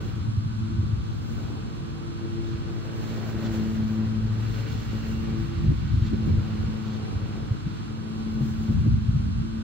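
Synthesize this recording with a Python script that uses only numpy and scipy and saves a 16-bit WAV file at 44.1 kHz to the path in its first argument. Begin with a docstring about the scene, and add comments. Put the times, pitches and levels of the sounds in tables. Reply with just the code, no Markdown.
"""Mower across a breezy lawn

A small engine, probably a mower, runs some way off, its low exhaust harmonics fading in and out on
the wind, over the hum of a second machine and a wash of far traffic and trees. Gusts rumble and
thump on the microphone ports. A heavy turf mat is dragged over the grass: its backing scrapes,
rasps and squeaks, blades snap back from under it, and it flips over with a swish."""
import sys
import numpy as np
from scipy import signal
from scipy.fft import rfft, irfft, next_fast_len
from scipy.io import wavfile
from scipy.ndimage import uniform_filter1d

SR = 44100
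rng = np.random.default_rng(int(sys.argv[2]) if len(sys.argv) > 2 else 0)


def generate_wav(signal):
    """Clip the signal to [-1, 1] and save it as 16-bit WAV at the path in sys.argv[1]."""
    frames = np.transpose(np.atleast_2d(signal))
    scaled = np.clip(frames, -1, 1) * 32767
    pcm = np.round(scaled).astype(np.int16)
    wavfile.write(sys.argv[1], SR, pcm)


N = 424668
T = np.arange(N) / SR


def undb(db):
    """Decibels to gain."""
    return np.exp(np.asarray(db) * (np.log(10) / 20))


def curves(table):
    """Breakpoint envelopes: each column after the first, joined by straight lines in time."""
    times, *columns = np.transpose(table)
    return [np.interp(T, times, column) for column in columns]


def swell(start, hold, attack, release):
    """An envelope that rises to 1 at the start, holds, then dies away."""
    return np.exp(-np.maximum(start - T, 0) / attack - np.maximum(T - start - hold, 0) / release)


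def bump(t, width):
    """A bell-shaped envelope centred on t."""
    return np.exp(-2 * ((T - t) / width) ** 2)


def unit(x):
    """Scale to rms 1."""
    return x / np.sqrt(np.mean(x ** 2))


def walk(per_s):
    """Smooth random drift of rms 1."""
    knots = rng.standard_normal(2048)
    drift = np.interp(T * per_s, np.arange(len(knots)), knots)
    return unit(uniform_filter1d(drift, int(SR / per_s / 2) + 1))


def colour(x, points):
    """EQ along a curve of (f/Hz, level/dB) points."""
    size = next_fast_len(N)
    hz, db = np.transpose(points)
    bins = np.maximum(np.fft.rfftfreq(size, 1 / SR), 1)
    gain = undb(np.interp(np.log(bins), np.log(hz), db))
    return irfft(rfft(x, size) * gain, size)[..., :N]


def resonate(x, rings):
    """Lift or dip narrow bands given as (f/Hz, width/Hz, gain/dB)."""
    size = next_fast_len(N)
    bins = np.fft.rfftfreq(size, 1 / SR)
    lift_db = sum(db / (1 + (2 * (bins - hz) / width) ** 2) for hz, width, db in rings)
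    return irfft(rfft(x, size) * undb(lift_db), size)[..., :N]


def spread(mid, side):
    """Left and right from mid and side."""
    return np.array([mid + side, mid - side])


def pan(db):
    """Channel gains for a left-minus-right level."""
    return undb(np.array([[db], [-db]]) / 2)


def stereo_noise(points, side_db):
    """Coloured noise of rms 1; side_db sets its width."""
    mid, side = rng.standard_normal((2, N))
    return unit(colour(spread(mid, undb(side_db) * side), points))


def scattered(phase, partials, waver_per_s):
    """Multiples of a phase that reach each ear by many paths, so they waver in strength and phase."""
    def waver(k):
        return walk(waver_per_s) * np.sin(k * phase) + walk(waver_per_s) * np.cos(k * phase)
    return sum(undb(db) * np.array([waver(k), waver(k)]) for k, db in partials)


def exhaust_tones(phase, trim_db=-2.5, flutter_db=1.4):
    """Four low firing harmonics; ground echo and moving air fade each on its own."""
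    # fader rides of harmonics 1 to 4: t/s, relative level/dB
    rides = [[(0, -31.5), (.8, -30.5), (2.05, -41.5), (2.4, -31.5), (3.7, -34), (4.0, -28), (4.35, -25),
              (4.8, -31.5), (6.5, -33), (8.1, -42.5), (8.8, -35.5), (9.63, -45.5)], [(0.0, -42), (.5, -39), (0.72, -32), (1.2, -52), (1.3, -39), (2.0, -45),
                                   (2.38, -39), (2.87, -44), (3.2, -33), (3.5, -28), (3.9, -26.2),
                                   (4.12, -27), (4.3, -35), (4.8, -41), (5.1, -32), (5.35, -30),
                                   (5.55, -43), (5.85, -45), (6.15, -29), (6.85, -30), (7.15, -40),
                                   (7.75, -45), (8.05, -34), (8.4, -28.5), (8.8, -28), (9.1, -33),
                                   (9.63, -32)], [(0.0, -46), (0.21, -46.5), (0.4, -62), (0.75, -40),
                                                   (0.9, -50.5), (1.88, -48), (2.1, -39), (2.38, -34),
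                                                   (2.8, -42), (3.3, -45), (3.45, -36), (3.65, -35.5),
                                                   (3.9, -42), (4.69, -52.5), (5.2, -43), (5.5, -34.5),
                                                   (5.9, -50), (6.25, -42), (6.86, -50), (8.77, -48),
                                                   (9.36, -66), (9.44, -43), (9.63, -54)], [(0, -68), (1.3, -66), (1.7, -56),
                                                                  (2.8, -54), (4.2, -56), (4.65, -48),
                                                                  (4.85, -56), (5.25, -52), (5.6, -66),
                                                                  (7.2, -58), (7.8, -66), (9.63, -70)]]
    # the fundamental's lag on the left and lead on the right: t/s, phase/rad
    ear_skew = [(0, .2), (.85, .1), (1.1, 1), (3.7, .95), (4.3, 0), (9.63, 0)]
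    skew, = curves(ear_skew)
    tones = 0
    for k, ride in enumerate(rides, 1):
        db, = curves(ride)
        lag = spread(0, skew / k ** 2 + 0.23 * walk(1.2))  # echoes shift the lowest tones most
        tones = tones + undb(db + flutter_db * walk(13)) * np.sin(k * phase - lag)
    return np.sqrt(2) * undb(trim_db) * tones


def exhaust_rush(phase):
    """Low-mid gas rush pulsing with each firing, and weak upper harmonics, swelling and dropping away."""
    # spectrum of the gas: f/Hz, level/dB
    gas_colour = [(100, -22), (280, 6.5), (420, 8), (600, -6), (780, -3.5), (1100, -8), (3000, -50)]
    # upper harmonics: multiple of the fundamental, level/dB re the gas
    overtones = [(5, -13), (6, -20), (7, -13.5)]
    # fader ride of the rush: t/s, level/dB
    ride = [(0, -43.5), (.5, -71.5), (.88, -57), (1.25, -54), (1.5, -47), (1.9, -53), (3.6, -49.5),
            (5.3, -48), (5.65, -53), (5.92, -59), (6.35, -47.5), (7.45, -48), (7.75, -60), (8.05, -50),
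            (8.7, -51.5), (9.0, -69), (9.2, -62), (9.35, -74), (9.63, -54)]
    gas = stereo_noise(gas_colour, side_db=-20.5) * (1 + 0.46 * np.cos(phase))
    return (gas + scattered(phase, overtones, waver_per_s=26)) * undb(curves(ride)[0])


def engine(jitter=0.00453, throb_db=1.6, whirr_trim_db=-1.5):
    """The mower: exhaust to the left, the whirr of its body to the right, on one unsteady shaft."""
    # engine speed as the exhaust fundamental: t/s, f/Hz
    speed = [(0, 110.5), (.7, 110.9), (1.3, 112.2), (2.55, 112.7), (3.0, 111.5), (3.9, 109.5), (4.4, 110.4),
             (5.6, 111.1), (6.2, 109.2), (6.6, 108.2), (7.05, 109), (7.5, 108.4), (8.0, 110), (8.5, 109.3),
             (9.63, 110.8)]
    # body whirr: odd multiple of half the fundamental, relative level/dB
    whirr_partials = [(21, -63), (23, -65), (25, -64), (27, -62), (29, -69), (31, -70)]
    hz, = curves(speed)
    phase = 2 * np.pi * np.cumsum(hz * (1 + jitter * walk(14))) / SR
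    exhaust = exhaust_tones(phase) + exhaust_rush(phase)
    throb = undb(throb_db * walk(45))  # no two firings are equally strong
    whirr = undb(whirr_trim_db) * scattered(phase / 2, whirr_partials, waver_per_s=16)
    return exhaust * throb * pan(3.5) + whirr * pan(-4)


def hum(waver=0.005476, fade_db=2):
    """Steady low tones of a second machine; echoes bring each to the ears a quarter cycle apart."""
    # machine tones: f/Hz, level/dB
    tones = [(58, -51), (98.4, -39.5), (134, -41.5), (145.5, -48), (165, -47), (199.5, -50), (295, -53)]
    shaft_time = np.cumsum(1 + waver * walk(4)) / SR
    out = 0
    for hz, db in tones:
        phase = 2 * np.pi * hz * shaft_time
        out = out + undb(db + fade_db * walk(2.6)) * spread(np.sin(phase), np.cos(phase))
    return out


def eddies(points, evenness, split_hz=260):
    """Turbulent pressure of rms 1: large eddies cover both ports, small ones hit each alone."""
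    mid, side = rng.standard_normal((2, N))
    side = colour(side, [(split_hz / 5, -11), (split_hz, 0)])
    pressure = colour(spread(mid, side), points)
    # eddies follow each other closely; evenness fills the holes between them
    strength = np.sqrt(uniform_filter1d(np.mean(pressure ** 2, axis=0), size=1500))
    return unit(pressure / strength ** np.clip(evenness, 0, 1))


def wind(breeze_db=-49, trim_db=4, boom_db=-4, strong_db=-25, lumpy_db=3):
    """Gusts over a light breeze rumble on the ports; strong ones bring large, booming eddies."""
    # gusts: t/s, hold/s, relative level/dB
    gusts = [(0.1, 0.43, -44), (0.785, 0.1, -34.5), (1.19, 0.32, -42.5), (2.425, 0.19, -44.5),
             (3.4, 1.3, -40), (4.702, 1.2, -35.5), (5.636, 0.48, -31), (6.303, 0.067, -27),
             (6.529, 0.1, -32), (7.173, 0.49, -40), (8.42, 0.37, -35), (8.804, 0.15, -27.5),
             (9.057, 0.14, -28.5), (9.28, 0.41, -37.5)]
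    # spectra of the rumble and the deeper boom: f/Hz, level/dB
    rumble_colour = [(15, -45.5), (30, -24), (50, 5), (80, 3), (130, 1.5), (200, -5), (300, -23.5),
                     (450, -45), (700, -60.5), (2000, -93.5)]
    boom_colour = [(20, -38.5), (45, 1), (80, 10.5), (160, -7), (500, -87)]
    swells = [undb(db) * swell(t, hold, attack=0.15, release=0.1) for t, hold, db in gusts]
    strength = np.hypot(np.max(swells, axis=0), undb(breeze_db))
    rumble = eddies(rumble_colour, evenness=0.18)
    boom = eddies(boom_colour, evenness=.1) * strength * undb(boom_db - strong_db)
    return (rumble + boom) * strength * undb(trim_db + lumpy_db * walk(20))


def air():
    """A wide, soft wash of far traffic and trees that flickers a little."""
    # mid and side spectra of the wash: f/Hz, density/dB per Hz
    mid_colour = [(20, -93), (55, -71), (150, -62.5), (300, -69), (450, -91), (700, -92.5), (1150, -83),
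                  (1500, -84), (1800, -92), (2900, -93), (4150, -91.5), (4550, -96), (4850, -102),
                  (7600, -103), (15500, -120)]
    side_colour = [(20, -89), (100, -60.5), (300, -67.5), (650, -81.5), (1080, -76.5), (1500, -89),
                   (2000, -91), (3300, -90), (5500, -92.5), (6400, -99), (7900, -93), (9300, -103),
                   (15500, -116)]
    mid, side = rng.standard_normal((2, N)) * np.sqrt(SR / 2)
    mid = colour(mid, mid_colour) * undb(.6 * walk(9))
    side = colour(side, side_colour) * undb(.6 * walk(9))
    return spread(mid, side) * pan(-1.5)


def mat(scrape_trim_db=2, crackle_trim_db=4, slide_crackle_db=-15):
    """The dragged mat: its backing scrapes and the grass crackles, both swelling with each pull."""
    # pulls: t/s, hold/s, relative scrape level/dB, relative crackle level/dB
    pulls = [(0, 0.081, -56.5, -63), (1.3, 0.13, -60, -61.5), (3.027, 0.27, -53, -56.5),
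             (3.45, 0.17, -52, -53.5), (3.8, 0.11, -57, -62.5), (4.51, 0.58, -52.5, -58),
             (5.164, 0.22, -55, -66), (6.9, 0.02, -64, -70), (8.425, 0.21, -60.5, -61)]
    # steady sliding between pulls: t/s, relative level/dB
    slide_ride = [(0, -76), (1.5, -65.5), (1.85, -61), (2.6, -57), (6.6, -52.5), (7.5, -57.5),
                  (9.63, -61.5)]
    # spectrum of the scrape: f/Hz, level/dB
    scrape_colour = [(300, -16.5), (600, -11.5), (900, 8), (1400, 12.5), (2000, 8), (2800, 5), (4200, 2),
                     (5200, -2), (7600, -18.5), (9000, -37), (15000, -82.5)]
    # resonances of the mat: f/Hz, width/Hz, gain/dB
    mat_rings = [(1910, 60, 5), (2300, 70, 6), (2810, 130, 6), (3070, 110, 2), (4230, 160, 3)]
    slide = undb(curves(slide_ride)[0])
    pulling = snapping = 0
    for t, hold, scrape_db, crackle_db in pulls:
        pull = swell(t, hold, attack=.16, release=.17)
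        pulling = np.maximum(pulling, pull * undb(scrape_db))
        snapping = np.maximum(snapping, pull * undb(crackle_db))
    scrape = unit(resonate(stereo_noise(scrape_colour, side_db=-2), mat_rings))
    scrape *= np.hypot(slide, pulling) * undb(scrape_trim_db)
    # the mat snags and slips, so both rub and crackle waver
    rub = (scrape + flip()) * undb(.5 * walk(20) + 1.1 * walk(140))
    snapping = np.hypot(snapping, slide * undb(slide_crackle_db))
    crackle = blades() * snapping * undb(crackle_trim_db + 1.7 * walk(30))
    return (rub + rasps() + squeaks()) * pan(-3) + crackle


def blades(per_s=7000, size_db=2.5):
    """Dense snaps of grass and dry leaves, a few larger than the rest; rms 1."""
    # spectrum of a snap: f/Hz, level/dB
    snap_colour = [(1000, -15), (3000, 0), (5500, 4), (7600, 5), (9200, 0), (15500, -1)]
    sizes = undb(size_db * np.minimum(rng.exponential(size=(2, N)), 5))
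    snapped = rng.random((2, N)) < per_s / SR
    mid, side = snapped * rng.choice([-1, 1], (2, N)) * sizes
    return unit(colour(spread(mid, 1.5 * side), snap_colour))


def puffs(cycles=1.45):
    """Single large eddies thump: each pushes and pulls on both ports, never quite alike."""
    # thumps: t/s, f/Hz, level/dB
    thumps = [(0.141, 105, -23), (0.215, 83.4, -24), (.289, 117, -25), (0.383, 97.5, -16),
              (0.465, 120, -25), (0.629, 104, -22), (.796, 97, -17.5), (0.878, 104, -23.5), (.939, 96, -18),
              (1, 69.6, -27.5), (2.55, 100, -26), (5.332, 90, -27), (5.578, 100, -19), (5.646, 135, -19.5),
              (5.697, 107, -14), (5.723, 75.3, -20), (5.784, 95, -26), (5.876, 98, -20.5), (5.926, 94, -23),
              (5.984, 98, -17), (6.026, 119, -15.5), (6.15, 75, -22.5), (6.278, 119, -21),
              (6.324, 91, -16.5), (6.345, 135, -22.5), (6.389, 103, -16), (6.514, 125, -26),
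              (6.607, 100, -20.5), (6.671, 102, -24), (7.168, 100, -23), (7.519, 117, -17),
              (7.67, 155, -19.5), (8.411, 130, -18.5), (8.435, 122, -18), (8.694, 100, -22),
              (8.802, 87, -22), (8.844, 108, -22), (8.886, 98, -14), (8.945, 113, -18), (9.093, 112, -14),
              (9.158, 135, -15.5), (9.2, 105, -24)]
    # the ports pass little of the deepest push: f/Hz, gain/dB
    low_cut = [(20, -15), (55, -1)]
    out = np.zeros((2, N))
    wobble = .3 * walk(150)
    angles = rng.uniform(-np.pi, np.pi, (len(thumps), 2))
    for (t, hz, db), (turn, skew) in zip(thumps, angles):
        phase = 2 * np.pi * hz * (T - t) + turn + wobble
        near = np.abs(T - t) < 2 * cycles / hz
        swing = np.sin(phase[near] + spread([0], np.array([skew / 10])))
        out[:, near] += np.sqrt(2) * undb(db) * bump(t, cycles / hz)[near] * swing
    return colour(out, low_cut)


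def buffets():
    """Flurries of small eddies flap on the ports, brighter than a puff."""
    # flurries: t/s, width/s, level/dB
    flurries = [(0.837, 0.017, -28.5), (5.66, 0.04, -30), (5.714, 0.016, -20.5), (6.135, 0.028, -21.5),
                (6.285, 0.04, -22.5), (8.415, 0.014, -21.5), (8.463, 0.02, -27.5), (8.705, 0.024, -23.5),
                (8.87, 0.03, -24.5)]
    # their spectrum: f/Hz, level/dB
    flurry_colour = [(15, -45), (45, -17), (100, 5), (190, 5.5), (300, -4), (550, -23), (1200, -54),
                     (3000, -75)]
    envelope = sum(undb(db) * bump(t, width) for t, width, db in flurries)
    return envelope * eddies(flurry_colour, evenness=0.96)


def rasps(grain_db=2):
    """The backing catches and lets go with a short, bright, grainy rasp."""
    # catches: t/s, width/s, level/dB
    catches = [(1.09, 0.16, -61), (2.49, 0.13, -58.5), (3.107, 0.14, -58.5), (3.458, 0.031, -47),
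               (3.577, 0.094, -59.5), (3.818, 0.066, -60), (4.548, .08, -66), (4.75, 0.12, -55),
               (4.95, .06, -56), (5.785, 0.046, -59), (5.94, 0.085, -57.5), (6.06, 0.051, -53),
               (6.18, .04, -66), (6.918, 0.094, -53.5)]
    # their spectrum: f/Hz, level/dB
    rasp_colour = [(1000, -15.5), (2500, -5), (3500, 11), (4500, 4.5), (5200, 1), (7400, -2.5), (9000, -27),
                   (12000, -29), (14000, -17)]
    envelope = sum(undb(db) * bump(t, width) for t, width, db in catches)
    grain = unit(undb(grain_db * walk(180)))
    return stereo_noise(rasp_colour, side_db=-6) * envelope * grain


def flip(level_db=-42):
    """The fold of the mat goes over once with a dull swish."""
    # spectrum of the swish: f/Hz, level/dB
    swish_colour = [(100, 3), (300, 19), (550, 14), (900, 3.5), (1600, 5.5), (2400, -5), (6000, -65)]
    envelope = undb(level_db) * swell(start=3.21, hold=0.22, attack=0.41, release=0.6)
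    return stereo_noise(swish_colour, side_db=-18.5) * envelope


def squeaks(band_hz=260):
    """The backing sticks and slips for a moment: a thin, rough band around one pitch."""
    # slips: t/s, width/s, f/Hz, level/dB
    slips = [(4.57, .13, 4260, -61), (4.68, .14, 2780, -59), (4.69, .1, 2290, -61),
             (5.1, 0.16, 2810, -57.5), (5.29, .07, 2315, -57)]
    out = 0
    for t, width, hz, db in slips:
        rough_tone = walk(band_hz) * np.sqrt(2) * np.sin(2 * np.pi * hz * T)
        out = out + undb(db) * bump(t, width) * rough_tone
    return out


def scene():
    """Two machines, wind on the ports and the mat, over the distant wash."""
    return engine() + hum() + wind() + buffets() + puffs() + mat() + air()


def record(dry, top_hz=15750, fade_s=.008):
    """The microphone ports colour the sound; the centre's treble is thinned and the top cut off."""
    # port resonances in mid and side: f/Hz, width/Hz, gain/dB
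    mid_rings = [(1500, 50, 1.5), (2630, 170, 2), (3300, 400, 1.2), (4140, 300, 4), (4610, 90, 2.5)]
    side_rings = [(2650, 220, 3), (3150, 350, 2.8), (4030, 170, -3), (4750, 450, 1.5)]
    # deep cut in the mid channel at about 8-12 kHz: f/Hz, gain/dB
    mid_cut = [(7000, 0), (7600, -1), (8200, -10), (8900, -32), (11300, -32), (12400, -9), (13800, 2.5)]
    left, right = dry
    mid = colour(resonate(left + right, mid_rings), mid_cut) / 2
    side = resonate(left - right, side_rings) / 2
    fade = np.clip(np.minimum(T, T[-1] - T) / fade_s, 0, 1)
    high_cut = signal.ellip(10, .2, 80, top_hz, fs=SR, output="sos")
    return signal.sosfilt(high_cut, spread(mid, side) * fade)


dry = scene()
out = record(dry)
generate_wav(out)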